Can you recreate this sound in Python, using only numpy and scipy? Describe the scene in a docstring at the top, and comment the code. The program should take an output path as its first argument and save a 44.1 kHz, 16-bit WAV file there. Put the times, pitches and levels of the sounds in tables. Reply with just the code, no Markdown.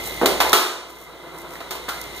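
"""Pool ball in the return rail

A ball drops into a pocket, knocks down through the wooden table and lands hard on the return rail.
It rolls along and clacks twice at the far end; each impact excites the table's modes and the bare room.
A machine hums and whines. Close by, a dog's coat rustles and something ticks, probably claws or collar.
The gain control ducks at the hard landing and creeps back up."""
import sys
import numpy as np
from scipy import signal
from scipy.fft import rfft, irfft, next_fast_len
from scipy.io import wavfile
from scipy.ndimage import uniform_filter1d, map_coordinates

SR = 44100
rng = np.random.default_rng(int(sys.argv[2]) if len(sys.argv) > 2 else 0)


def wav_out(sig):
    """Save sig, one row per channel (or a flat mono array), as 16-bit PCM at SR to the path in sys.argv[1]."""
    wavfile.write(sys.argv[1], SR, np.round(np.clip(np.atleast_2d(sig).T, -1, 1) * 32767).astype(np.int16))


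N = 97020
TIME = np.arange(N) / SR


def amp(db):
    """Amplitude ratio of a level in decibels."""
    return 10 ** (np.asarray(db) / 20)


def unit(x):
    """Normalisation to rms 1."""
    return x / np.sqrt(np.mean(x ** 2) + 1e-20)


def along(points, hz):
    """Interpolation of (f/Hz, value) points on a logarithmic frequency axis."""
    f, values = np.transpose(points)
    return np.interp(np.log(hz + 1), np.log(f + 1), values)


def wobble(per_s):
    """Random modulation: a spline through per_s Gaussian values a second."""
    return map_coordinates(rng.standard_normal(N // 20), [TIME * per_s], mode="wrap")


def since(onset):
    """Time elapsed since the onset, zero before it."""
    return np.maximum(TIME - onset, 0)


def decay(t, t60):
    """Exponential damping after a sudden start: 60 dB in t60 seconds."""
    return (t > 0) * np.exp(-np.log(1000) * t / t60)


def filtered(x, response):
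    """Linear filtering: the spectrum of x times a complex frequency response."""
    size = next_fast_len(N + SR // 4)
    hz = np.fft.rfftfreq(size, 1 / SR)
    return irfft(rfft(x, size) * response(hz), size)[..., :N]


def noise(colour_db):
    """Partly coherent stereo noise of rms 1: the ratio of mid to side sets the correlation."""
    # likeness of left and right (f/Hz, correlation)
    correlation = [(60, 0.31), (400, 0.68), (1300, 1), (2200, 0.82), (4000, 0.91), (8000, 0.49), (13000, 1)]
    def response(hz):
        angle = np.arccos(np.clip(along(correlation, hz), -1, 1)) / 2
        return amp(colour_db(hz)) * [np.cos(angle), np.sin(angle)]
    mid, side = filtered(rng.standard_normal((2, N)), response)
    return unit(np.array([mid + side, mid - side]))


def machine():
    """Superposition of broadband air noise, two narrow-band whines and a wavering motor hum."""
    # spectrum of the air noise (f/Hz, relative level/dB)
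    air_spectrum = [(25, -12.5), (90, -5), (170, -4), (230, -4), (420, 1), (1000, -3.5), (1700, -10.5),
                    (2800, -6), (3900, -5.5), (5000, -14), (9000, -16), (14500, -19.5)]
    # whine bands (f/Hz, half width/Hz, level/dB)
    whines = [(2068, 73, -37.5), (3906, 43, -47.5)]
    air = amp(-33) * noise(lambda hz: along(air_spectrum, hz))
    whine = sum(amp(db) * noise(lambda hz: -20 * np.log10(1 + ((hz - centre) / width) ** 2))
                for centre, width, db in whines)
    hum_hz, channel_phase_rad = 58, np.array([[0], [0.7]])
    hum_rms = amp(-46.5 + 1.1 * wobble(per_s=3.56))
    hum = hum_rms * np.sqrt(2) * np.sin(2 * np.pi * hum_hz * TIME + channel_phase_rad)
    return air + whine + hum


def rustles():
    """Friction noise: a dog's coat and collar brush in soft, grainy strokes."""
    # Gaussian strokes (centre t/s, standard deviation/s, level/dB)
    strokes = [(0.072, 0.019, -33.5), (0.144, 0.18, -38.5), (0.905, .02, -31.5), (1.01, 0.052, -31),
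               (1.39, .03, -32.5), (1.537, 0.03, -31.5), (1.624, .04, -51), (2.017, 0.073, -40),
               (2.177, 0.021, -36)]
    # spectrum of brushed fur (f/Hz, relative level/dB)
    spectrum = [(800, -34), (3000, -4), (6500, 1), (9000, 0), (14500, 3)]
    envelope = sum(amp(db) * np.exp(-.5 * ((TIME - centre) / width) ** 2)
                   for centre, width, db in strokes)
    grain = amp(3.5 * wobble(per_s=240))
    return envelope * unit(grain * noise(lambda hz: along(spectrum, hz)))


def ticks():
    """Direct sound of tiny bright impacts, too near and weak for reverberation to be heard."""
    # taps (t/s, level/dB)
    taps = [(0.4955, -13.5), (.5208, -19), (2.0145, -15.5), (2.0398, -22)]
    # spectrum of a tap (f/Hz, relative level/dB)
    spectrum = [(1500, -48), (4500, -4.5), (9000, -12), (15000, -8)]
    envelope = sum(amp(db) * decay(since(onset), t60=0.013) for onset, db in taps)
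    return envelope * noise(lambda hz: along(spectrum, hz))


def rolling():
    """Forced vibration: the receding ball rumbles unevenly and drives the rail's resonances."""
    # course of the rumble (t/s, level/dB)
    course = [(.53, -44), (.62, -30.5), (1.0, -31), (1.25, -28.5), (1.38, -28.5), (1.48, -28),
              (1.62, -31.5), (1.72, -35.5), (1.9, -37), (2.2, -42.5)]
    # spectrum of the rolling contact (f/Hz, relative level/dB)
    spectrum = [(60, -28), (160, -0.5), (220, -11), (340, 6), (700, -0.5), (1350, 3), (1750, -9),
                (3800, -17), (5500, -39), (14000, -22.5)]
    # resonances of the rail (f/Hz, half width/Hz, lift/dB)
    resonances = [(174, 17, 6), (341, 9.9, 5), (378, 6.7, -1), (505, 10, 7.5), (676.3, 9, 13.5),
                  (972, 11, 10.5)]
    def colour_db(hz):
        peaks_db = sum(db / (1 + ((hz - centre) / width) ** 2) for centre, width, db in resonances)
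        return along(spectrum, hz) + peaks_db
    level_db = np.interp(TIME, *np.transpose(course))
    bumps_db = 2 * wobble(per_s=50)
    return amp(level_db + bumps_db) * noise(colour_db)


def reverberation(x, onset):
    """Diffuse field: the noise x builds up from the onset, then each band decays at its own rate."""
    # reverberation time of the room (f/Hz, t60/s)
    room_t60 = [(100, 0.34), (400, 0.85), (1000, 0.61), (4000, 0.61), (8000, 0.59), (14000, 0.4)]
    build_s = 0.01
    hz, t, bands = signal.stft(x, SR, nperseg=256)
    damping = np.exp(-np.log(1000) * np.maximum(t - onset, 0) / along(room_t60, hz)[:, None])
    tail = signal.istft(bands * damping, SR)[1][:, :N]
    return tail * (1 - np.exp(-since(onset) / build_s))


def knock(onset, db, bass_db, treble_db, main_hz, lift_db, push_db, t60, room_db):
    """Impact excitation: a first push, the wood's dense clatter, free modal ringing and reverberation."""
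    # spectrum of ball on wood (f/Hz, relative level/dB)
    wood = [(60, -31), (140, -18.5), (230, -13.5), (340, -5), (600, -6.5), (1300, -7), (1750, -10),
            (2600, -5.5), (4000, -5), (5200, -10.5), (9000, -14), (14500, -11.5)]
    # modes of the table and its rail (f/Hz, relative level/dB, t60/s)
    modes = [(165.6, -28, 0.36), (265.3, -22.5, 0.4), (353.2, -20.5, 0.53), (374.4, -11, 0.53),
             (429, -16.5, 0.73), (677.4, -12.5, 0.37), (719, -19.5, 0.73), (875.5, -18, 0.59),
             (1003, -24, 0.98), (1105, -25.5, 0.7), (1273, -22.5, 0.53), (1395, -25, 0.55),
             (1480, -22, 0.65), (4110, -29, 0.74)]
    bass_hz, treble_hz, lift_octaves, channel_spread_rad = 544, 2130, 0.3, 0.5
    def contact_db(hz):
        bass = bass_db / (1 + (hz / bass_hz) ** 3)
        treble = treble_db * (1 - 1 / (1 + (hz / treble_hz) ** 3))
        resonance = lift_db * np.exp(-.5 * (np.log2((hz + 1) / main_hz) / lift_octaves) ** 2)
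        return bass + treble + resonance
    def colour_db(hz):
        return along(wood, hz) + contact_db(hz)
    t = since(onset)
    push = -amp(push_db) * np.sin(2 * np.pi * main_hz * t) * decay(t, t60=0.01)
    clatter = noise(colour_db) * decay(t, t60)
    ring = np.zeros((2, N))
    for hz, mode_db, mode_t60 in modes:
        strength = amp(mode_db + contact_db(hz) + rng.normal(0, 1))
        phase = 2 * np.pi * rng.random() + rng.normal(0, channel_spread_rad, (2, 1))
        ring += strength * decay(t, mode_t60) * np.sin(2 * np.pi * hz * t + phase)
    room = amp(room_db) * reverberation(noise(colour_db), onset)
    return amp(db) * (push + clatter + ring + room)


def ball_impacts():
    """Superposition of the ball's knocks on the wooden table and rail, with the deep bass filtered out."""
    # knocks (t/s, level/dB, bass/dB, treble/dB, main resonance f/Hz, its lift/dB,
    # first push/dB, clatter t60/s, room/dB)
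    impacts = [(0.2146, -17, 3, -25, 880, 1.5, 10, 0.15, 0.5),
               (.2328, -20.5, 10, -38, 526, 2.5, 15, 0.081, -0.5),
               (0.2586, -9, -32, 0.5, 3700, 0, -8, 0.076, -9),
               (.4030, -9.5, -10.5, -9.5, 950, 5.5, -8, 0.15, -7),
               (.4620, -24, -10, -8, 510, 17, -8, 0.36, -6),
               (.5307, 8, -1, -0.5, 1257, 7.5, 7.5, 0.13, -0.5),
               (1.555, -26, -30, -17, 1920, 7, 6, 0.057, -7),
               (1.6038, -23, -11, -20, 1200, -1.5, -14, 0.14, -7.5),
               (1.7081, -15.5, -7.5, 1, 1230, 3, -20, 0.15, -9.5),
               (1.752, -23.5, -1, -6, 990, 0, 11, 0.12, -8),
               (1.8826, -21, -9.5, -17, 1400, 9, -4, 0.39, -12),
               (1.8889, -16.5, -18, 4, 1310, 6.5, 10.5, 0.1, -7.5)]
    cutoff_hz = 132
    high_pass = signal.butter(4, cutoff_hz, "high", fs=SR, output="sos")
    return signal.sosfilt(high_pass, sum(knock(*impact) for impact in impacts))


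def scene():
    """Linear superposition of all sources, left and right."""
    return ball_impacts() + ticks() + rustles() + rolling() + machine()


def microphones(hz):
    """Interchannel phase and level: in step up to the midrange; above it the left is late and inverted."""
    # left over right (f/Hz, level/dB)
    balance = [(60, -2), (200, -1), (600, -1), (1300, 0.5), (4000, -1.5), (9000, -1.4), (14000, -.8)]
    in_step_hz, lag_s = 1580, 0.000389
    phase = np.interp(hz, [0, in_step_hz, 1 / lag_s, SR], [0, 0, -np.pi, np.pi - 2 * np.pi * SR * lag_s])
    share = np.array([[.5], [-.5]])
    return amp(share * along(balance, hz)) * np.exp(1j * share * phase)


def record(dry):
    """Automatic gain control (fast attack, slow release) after the microphones; clipping, band limit."""
    ceiling_db, release_db_per_s, window_s, top_hz = -11.5, 9, 0.017, 15600
    x = filtered(dry, microphones)
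    power = uniform_filter1d(np.mean(x ** 2, axis=0), int(window_s * SR))
    level_db = 10 * np.log10(np.abs(power) + 1e-12)
    duck_db = np.minimum(ceiling_db - level_db, 0)
    climb_db = release_db_per_s * TIME
    gain_db = np.minimum.accumulate(duck_db - climb_db) + climb_db
    delayed_gain_db = np.interp(TIME - 0.4 * window_s, TIME, gain_db)
    clipped = np.clip(x * amp(delayed_gain_db), -1, 1)
    return filtered(clipped, lambda hz: hz < top_hz)


dry = scene()
out = record(dry)
wav_out(out)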